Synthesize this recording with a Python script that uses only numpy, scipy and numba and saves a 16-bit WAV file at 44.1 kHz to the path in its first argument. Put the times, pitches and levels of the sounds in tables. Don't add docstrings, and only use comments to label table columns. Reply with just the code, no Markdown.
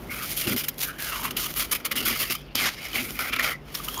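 import sys
import numpy as np
from scipy import signal
from scipy.fft import rfft, irfft
from scipy.io import wavfile
from scipy.ndimage import uniform_filter1d
from numba import njit

SR = 44100
rng = np.random.default_rng(int(sys.argv[2]) if len(sys.argv) > 2 else 0)


def gain_from_db(level_db):
    decades = np.asarray(level_db, float) / 20
    return 10 ** decades


def store_pcm(level_fs):
    pcm = np.round(np.clip(level_fs, -1, 1) * 32767).astype(np.int16)
    wavfile.write(sys.argv[1], SR, np.atleast_2d(pcm).T)


N = 176400

# start t/s, length t/s, fizz level/dB, swell start to end/dB, lumps over fizz/dB
EARLY_BITES = [(0.093, 0.16, -37.5, 1.5, 8), (0.22, 0.064, -32.5, -2, -8), (0.289, 0.081, -36, -15, -26),
               (0.364, 0.069, -28, -2, -28), (0.468, 0.073, -29.5, -3, 3), (0.561, 0.06, -27, -1.5, -2),
               (0.633, 0.018, -30, 0.5, 3), (0.683, 0.017, -26, -27, -8), (0.778, 0.028, -36, 0, -22),
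               (0.803, 0.025, -27.5, -0.5, -17), (0.823, 0.029, -23, -2, -5.5),
               (0.851, 0.057, -37, -0.5, 5.5), (0.983, .13, -32.5, 0, 5.5), (1.109, 0.18, -34.5, -5.5, 5),
               (1.219, 0.051, -30, 1.5, 5), (1.307, 0.012, -30.5, -17, 2), (1.365, 0.035, -25.5, -9, -2),
               (1.393, 0.12, -31.5, -4, -1), (1.56, 0.07, -25, -0.5, 1), (1.636, 0.023, -35, -1, 4),
               (1.711, 0.027, -23.5, -1, 0.5), (1.745, 0.016, -24.5, -0.5, 1),
               (1.848, 0.021, -21.5, -12, -2), (1.912, 0.019, -22.5, -18, 1)]
# start t/s, length t/s, fizz level/dB, swell start to end/dB, lumps over fizz/dB
LATE_BITES = [(1.954, 0.037, -24.5, -3.5, 2), (2.002, 0.012, -31, 0, 4.5), (2.023, 0.011, -32, -8, 6),
              (2.05, 0.11, -27.5, -6.5, 3), (2.19, 0.048, -26, -0.5, 2), (2.298, 0.044, -27, -7.5, 2.5),
              (2.35, 0.0069, -23.5, -16, 1.5), (2.55, 0.14, -27.5, -6.5, 4), (2.825, 0.042, -38.5, 2.5, 7),
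              (2.928, 0.084, -30.5, 2, 7.5), (3.169, 0.13, -32.5, 2.5, 10), (3.317, 0.031, -35, 1, 14),
              (3.351, 0.018, -35, 1, 12.5), (3.387, 0.03, -36.5, -1, 15.5), (3.42, 0.075, -29, 1, 12),
              (3.5, 0.034, -35, -6, 10), (3.739, 0.019, -30, 0.5, -22), (3.84, 0.014, -33, 1, -19),
              (3.88, 0.007, -30, -2, 0), (3.965, 0.051, -36.5, 3.5, 6)]
# t/s, fizz level/dB, lumps over fizz/dB, darkness of the ring/(dB per octave)
LIGHT_DRAG = [(0, -56.5, 4, 2), (.43, -35, 6, -2), (.74, -55, 6, -3.5), (.93, -49.5, 10, 8.5),
              (1.34, -54.5, 16, 2), (1.54, -39, -3.5, -1), (1.8, -61, 18.5, -1), (2.1, -33, 5, -2.5),
              (2.27, -39, 6.5, -4.5), (2.5, -71.5, 18.5, -3), (2.7, -45.5, 6.5, -2), (2.78, -48, 11, -4.5),
              (3.05, -36, 2.5, 1.5), (3.3, -46.5, 6, 1.5), (3.6, -73.5, 19, 2.5), (3.75, -40, 1.5, 0),
              (3.9, -37, -3.5, 4), (4, -40, 8, 8)]
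# t/s, main ring f/Hz, main ring level/dB, upper ring level/dB, fizz sheen/(dB per octave)
BLADE_GRIP = [(0, 2190, -1.5, -11, 1.5), (.5, 2260, 1, 0.5, 2), (.8, 2170, -0.5, -1.5, 2),
              (1.1, 2070, -0.5, 3, 0), (1.4, 2220, -0.5, 2, 0.5), (1.65, 2230, 1, -0.5, 2.5),
              (2.1, 2200, 1.5, 1.5, 0.5), (2.56, 2470, 0.5, 1, 0), (2.67, 2070, 2, -6, -9.5),
              (2.85, 2350, 3, -4, -4.5), (3, 2340, 2, -4, 0.5), (3.25, 2260, 2, -7, 2.5),
              (3.34, 2440, 5.5, -3.5, -4), (3.5, 2030, 2, -6, -4), (4, 2070, -5, 2, 0.5)]
# t/s, ring f/Hz, level/dB
DUG_HOLLOW = [(0, 1320, -1), (.24, 1310, 3), (.29, 1310, -16), (.45, 1290, -2), (.8, 1390, -1),
              (.83, 1750, 1), (.9, 1420, 2.5), (1.0, 1650, -0.5), (1.2, 1110, 1.5), (1.28, 1060, 2),
              (1.37, 1260, 0), (2.4, 1290, -0.5), (2.7, 1300, -5.5), (3.3, 1360, -0.5), (3.5, 1250, -1),
              (3.9, 1200, -3), (4, 1080, -0.5)]
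# f/Hz, width/Hz, level/dB
FROST_RING = [
    (1290, 346, -3),
    (2130, 544, -2),
    (2920, 400, -3.5),
    (4800, 750, -9.5),
    (715, 400, -13),
]
# f/Hz, level per Hz/dB
FIZZ_COLOUR = [(400, -8.5), (1000, -8), (3500, -2), (6800, -5), (8000, -8), (9200, -6.5), (11500, -0.5),
               (15300, -2)]
# t/s, peak level/dB, ring f/Hz
LUMP_CRACKS = [(0.4708, -6, 2870), (0.565, -13, 2110), (0.6823, -10.5, 2140), (1.3068, -14.5, 2900),
               (1.3687, -7, 3020), (1.8527, -8, 2800), (1.9143, -12, 2050), (1.9621, -10, 3000),
               (2.2989, -8, 2600), (2.3507, -15, 1220), (2.5536, -7.5, 5440), (2.9305, -12, 2980),
               (2.9547, -6, 2200), (3.1896, -4.5, 2330), (3.1917, -8, 1370), (3.336, -12, 2400),
               (3.3623, -9.5, 3600), (3.3946, -1.5, 1880), (3.4247, -10, 2210), (3.7495, -8, 5440),
               (3.7527, -7.5, 3550), (3.8843, -8.5, 3100), (3.9764, -10.5, 6770)]
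# t/s, peak level/dB
CRYSTAL_TICKS = [(0.1077, -27), (0.3007, -22), (0.3774, -20), (0.5636, -12), (0.7437, -31), (0.7826, -23),
                 (0.7921, -18), (0.8041, -14.5), (0.8164, -16), (0.8244, -17), (0.833, -9.5), (0.8364, -13),
                 (0.8424, -20), (1.0036, -16), (1.0234, -11), (1.0634, -21), (1.5399, -16.5), (1.5974, -10),
                 (1.7224, -19), (2.1745, -18), (2.3074, -10), (2.5545, -5.5), (2.7596, -35), (2.801, -37),
                 (2.819, -27), (2.8858, -20.5), (3.1068, -17), (3.4454, -15), (3.4524, -20), (3.8467, -20),
                 (3.9434, -16)]
# start t/s, length t/s, level/dB, first f/Hz, last f/Hz
BLADE_SQUEAKS = [
    (0.092, 0.036, -35.5, 2160, 2180),
    (0.366, 0.021, -34, 3150, 3180),
    (1.111, 0.032, -37.5, 1350, 1250),
    (1.378, .05, -39.5, 2970, 2980),
    (2.59, 0.059, -32, 2550, 1900),
    (3.503, 0.051, -35, 1920, 2010),
    (3.797, 0.014, -41, 1260, 1200),
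    (3.876, 0.018, -34.5, 1280, 1210),
    (3.885, 0.12, -42, 3200, 3300),
    (3.968, 0.056, -33.5, 990, 1130),
]
# start t/s, length t/s, level/dB
DRAWER_PUSHES = [(0.456, 0.037, -32), (0.48, 0.086, -35), (1.949, 0.11, -42.5), (2.049, 0.091, -40),
                 (2.203, 0.031, -41), (2.294, 0.029, -39.5), (2.548, 0.0071, -30), (2.571, 0.092, -42),
                 (2.917, 0.24, -44.5), (3.183, .33, -47.5), (1.199, 0.22, -49)]
# f/Hz, width/Hz, level/dB
DRAWER_WALLS = [
    (115, 43, -2.5),
    (244, 67, 3),
    (319.5, 87, -4.5),
]
# f/Hz, level per Hz/dB
ROOM_COLOUR = [(32, -45), (46, -9), (75, -12.5), (250, -9), (500, -15.5), (900, -22), (3000, -32),
               (8000, -53)]
# f/Hz, width/Hz, level/dB
COMPRESSOR_HUM = [
    (49.2, 12, -50),
    (145.9, 1.46, -52.5),
]
# t/s, level/dB
COMPRESSOR_SWELL = [
    (0, 4.5),
    (.7, 0.5),
    (1.4, 2.5),
    (1.7, 1),
    (2.6, -1),
    (3.3, -1.5),
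    (4, 2.5),
]

TAIL_S = 0.037


def unit(x):
    return x / np.sqrt(np.mean(x ** 2))


@njit
def svf(x, hz, width):
    y, band, low = np.empty(len(x)), 0., 0.
    for i in range(len(x)):
        g, k = np.tan(np.pi * hz[i] / SR), width / hz[i]
        v = (band + g * (x[i] - low)) / (1 + g * (g + k))
        band, low = 2 * v - band, low + 2 * g * v
        y[i] = k * v
    return y


def resonance(x, hz, width):
    return svf(x, np.full(len(x), float(hz)), float(width))


def colour(x, points):
    hz, db = np.array(points).T
    size = 8192
    f = np.maximum(np.arange(size // 2 + 1) * SR / size, 1)
    cepstrum = irfft(np.interp(np.log(f), np.log(hz), db) * np.log(10) / 20)
    cepstrum[1:size // 2] *= 2
    cepstrum[size // 2 + 1:] = 0
    impulse = irfft(np.exp(rfft(cepstrum)))
    return signal.fftconvolve(x, impulse)[:N]


def walk(rate):
    k = int(SR / rate)
    steps = np.repeat(rng.standard_normal(1000), k)[:N]
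    w = uniform_filter1d(uniform_filter1d(steps, k), k)
    return w / w.std()


def curves(table):
    t, *columns = np.array(table).T
    return [np.interp(np.arange(N) / SR, t, c) for c in columns]


def span(start, length):
    at = np.arange(int(start * SR) + 1, min(int((start + length) * SR), N))
    return at, at / SR - start


def snaps(per_s, spread_db):
    happens, sign, luck = rng.random((3, N))
    size = np.minimum(-np.log(1 - luck), 3.5)
    return unit((happens < per_s / SR) * np.sign(sign - .5) * gain_from_db(spread_db * size))


def burst(start, length, db, swell_db=0.):
    attack_s, fade_in_s_per_db, release_s = 0.0033, 0.01, 0.0078
    round_db, tail_db = 4, -13
    at, t = span(start, length + 10 * TAIL_S)
    u = np.clip(t / length, 0, 1) - .5
    rise = np.clip(t / (attack_s + fade_in_s_per_db * max(swell_db, 0)), 0, 1)
    hold = rise * gain_from_db(db + swell_db * u - round_db * (2 * u) ** 2)
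    past = np.maximum(t - length, 0)
    release = np.exp(-2 * past / release_s)
    tail = gain_from_db(tail_db) ** 2 * np.exp(-2 * past / TAIL_S)
    power = np.zeros(N)
    power[at] = hold ** 2 * (release + tail)
    return power


def frost():
    base_db, lump_db, dark_db = curves(LIGHT_DRAG)
    fizz_power, lump_power = gain_from_db(base_db) ** 2, gain_from_db(base_db + lump_db) ** 2
    for start, length, db, swell_db, over_db in EARLY_BITES + LATE_BITES:
        bite = burst(start, length, db, swell_db)
        fizz_power = fizz_power + bite
        lump_power = lump_power + bite * gain_from_db(over_db) ** 2
    lump_smear_s = 0.0095
    lump_power = uniform_filter1d(lump_power, int(lump_smear_s * SR) + 1)
    grit = walk(150)
    return fizz(fizz_power, grit) + gain_from_db(-11.5) * lumps(lump_power, grit, dark_db)


def fizz(power, grit):
    sheen_db = curves(BLADE_GRIP)[3]
    crystals = unit(colour(snaps(9000, 4), FIZZ_COLOUR))
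    patchy = 0
    for hz in (1400., 2800., 5500., 9500., 13500.):
        flicker = gain_from_db(2.9 * walk(45.04) + sheen_db * np.log2(hz / 6600.0))
        patchy = patchy + flicker * resonance(crystals, hz, hz)
    return unit(patchy) * np.sqrt(power) * gain_from_db(1.25 * grit)


def lumps(power, grit, dark_db):
    hollow_hz, hollow_db = curves(DUG_HOLLOW)
    main_hz, main_db, upper_db, _ = curves(BLADE_GRIP)
    low_db = np.minimum(np.arange(N) / SR, 3) * 2 - 5 - dark_db
    knocks = snaps(2500, 1) * np.sqrt(power) * gain_from_db(1.7 * grit + 0.84 * walk(60))
    pitches = (hollow_hz, main_hz, None, None, None)
    levels = (hollow_db, main_db, upper_db, 0, low_db)
    ring = 0
    for (hz, width, db), moving_hz, moving_db in zip(FROST_RING, pitches, levels):
        pitch = hz if moving_hz is None else moving_hz
        centre = pitch * (1 + 0.052 * walk(40))
        tilt_db = -dark_db * np.log2(hz / 1750.0)
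        gain = gain_from_db(db + moving_db + 1.56 * walk(40) + tilt_db) * np.sqrt(SR / width)
        once = svf(knocks, centre, 1.28 * width)
        ring = ring + gain * svf(once, centre, 1.28 * width)
    return ring


def cracks():
    rise_s, crack_s, tick_s = 0.0013, 0.0018, 0.00091
    width_hz = 156
    spit, ring, noise = np.zeros(N), np.zeros(N), snaps(15000, 2.7)
    for start, db, hz in LUMP_CRACKS:
        at, age = span(start, 20 * crack_s)
        hit = noise[at] * gain_from_db(db - 6) * np.minimum(age / rise_s, 1) * np.exp(-age / crack_s)
        spit[at] += gain_from_db(-5) * hit
        ring[at] += resonance(hit, hz, width_hz)
    for start, db in CRYSTAL_TICKS:
        at, age = span(start, 10 * tick_s)
        spit[at] += noise[at] * gain_from_db(db - 1.5) * np.exp(-age / tick_s)
    return colour(spit, FIZZ_COLOUR) + gain_from_db(-5.5) * np.sqrt(SR / width_hz / 2) * ring


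def squeaks():
    width_hz = 140.
    chatter, out = snaps(3000, 1.2), np.zeros(N)
    for start, length, db, first_hz, last_hz in BLADE_SQUEAKS:
        at, age = span(start, length + 2 * TAIL_S)
        centre = np.interp(age, [0, length], [first_hz, last_hz])
        tone = svf(svf(chatter[at], centre, width_hz), centre, 2.2 * width_hz)
        out[at] += np.sqrt(burst(start, length, db)[at]) * unit(tone)
    return out


def drawer():
    push = sum(burst(*row) for row in DRAWER_PUSHES)
    jolts = snaps(500, 1.05) * np.sqrt(push) + 1e-18
    walls = 0
    for hz, width, db in DRAWER_WALLS:
        thud = resonance(resonance(jolts, hz, width), hz, 2.9 * width)
        walls = walls + gain_from_db(db) * np.sqrt(SR / width / 2) * thud
    return walls


def room():
    air = unit(colour(rng.standard_normal(N), ROOM_COLOUR)) * gain_from_db(-46 + walk(4.2))
    for hz, width, db in COMPRESSOR_HUM:
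        tone = resonance(resonance(rng.standard_normal(N), hz, width), hz, 3 * width)
        air = air + gain_from_db(db + walk(3.5)) * unit(tone)
    return air * gain_from_db(curves(COMPRESSOR_SWELL)[0])


def scene():
    return (frost() + cracks() + squeaks() + drawer() + room())[None]


def roll_off(x):
    return signal.sosfilt(signal.butter(12, 16470, fs=SR, output="sos"), x)


def record(dry):
    dipped = dry - 0.72 * resonance(dry[0], 7860, 820)
    top_cut = signal.cheby2(12, 38, 16000, fs=SR, output="sos")
    return roll_off(signal.sosfilt(top_cut, dipped))


dry = scene()
out = record(dry)
store_pcm(out)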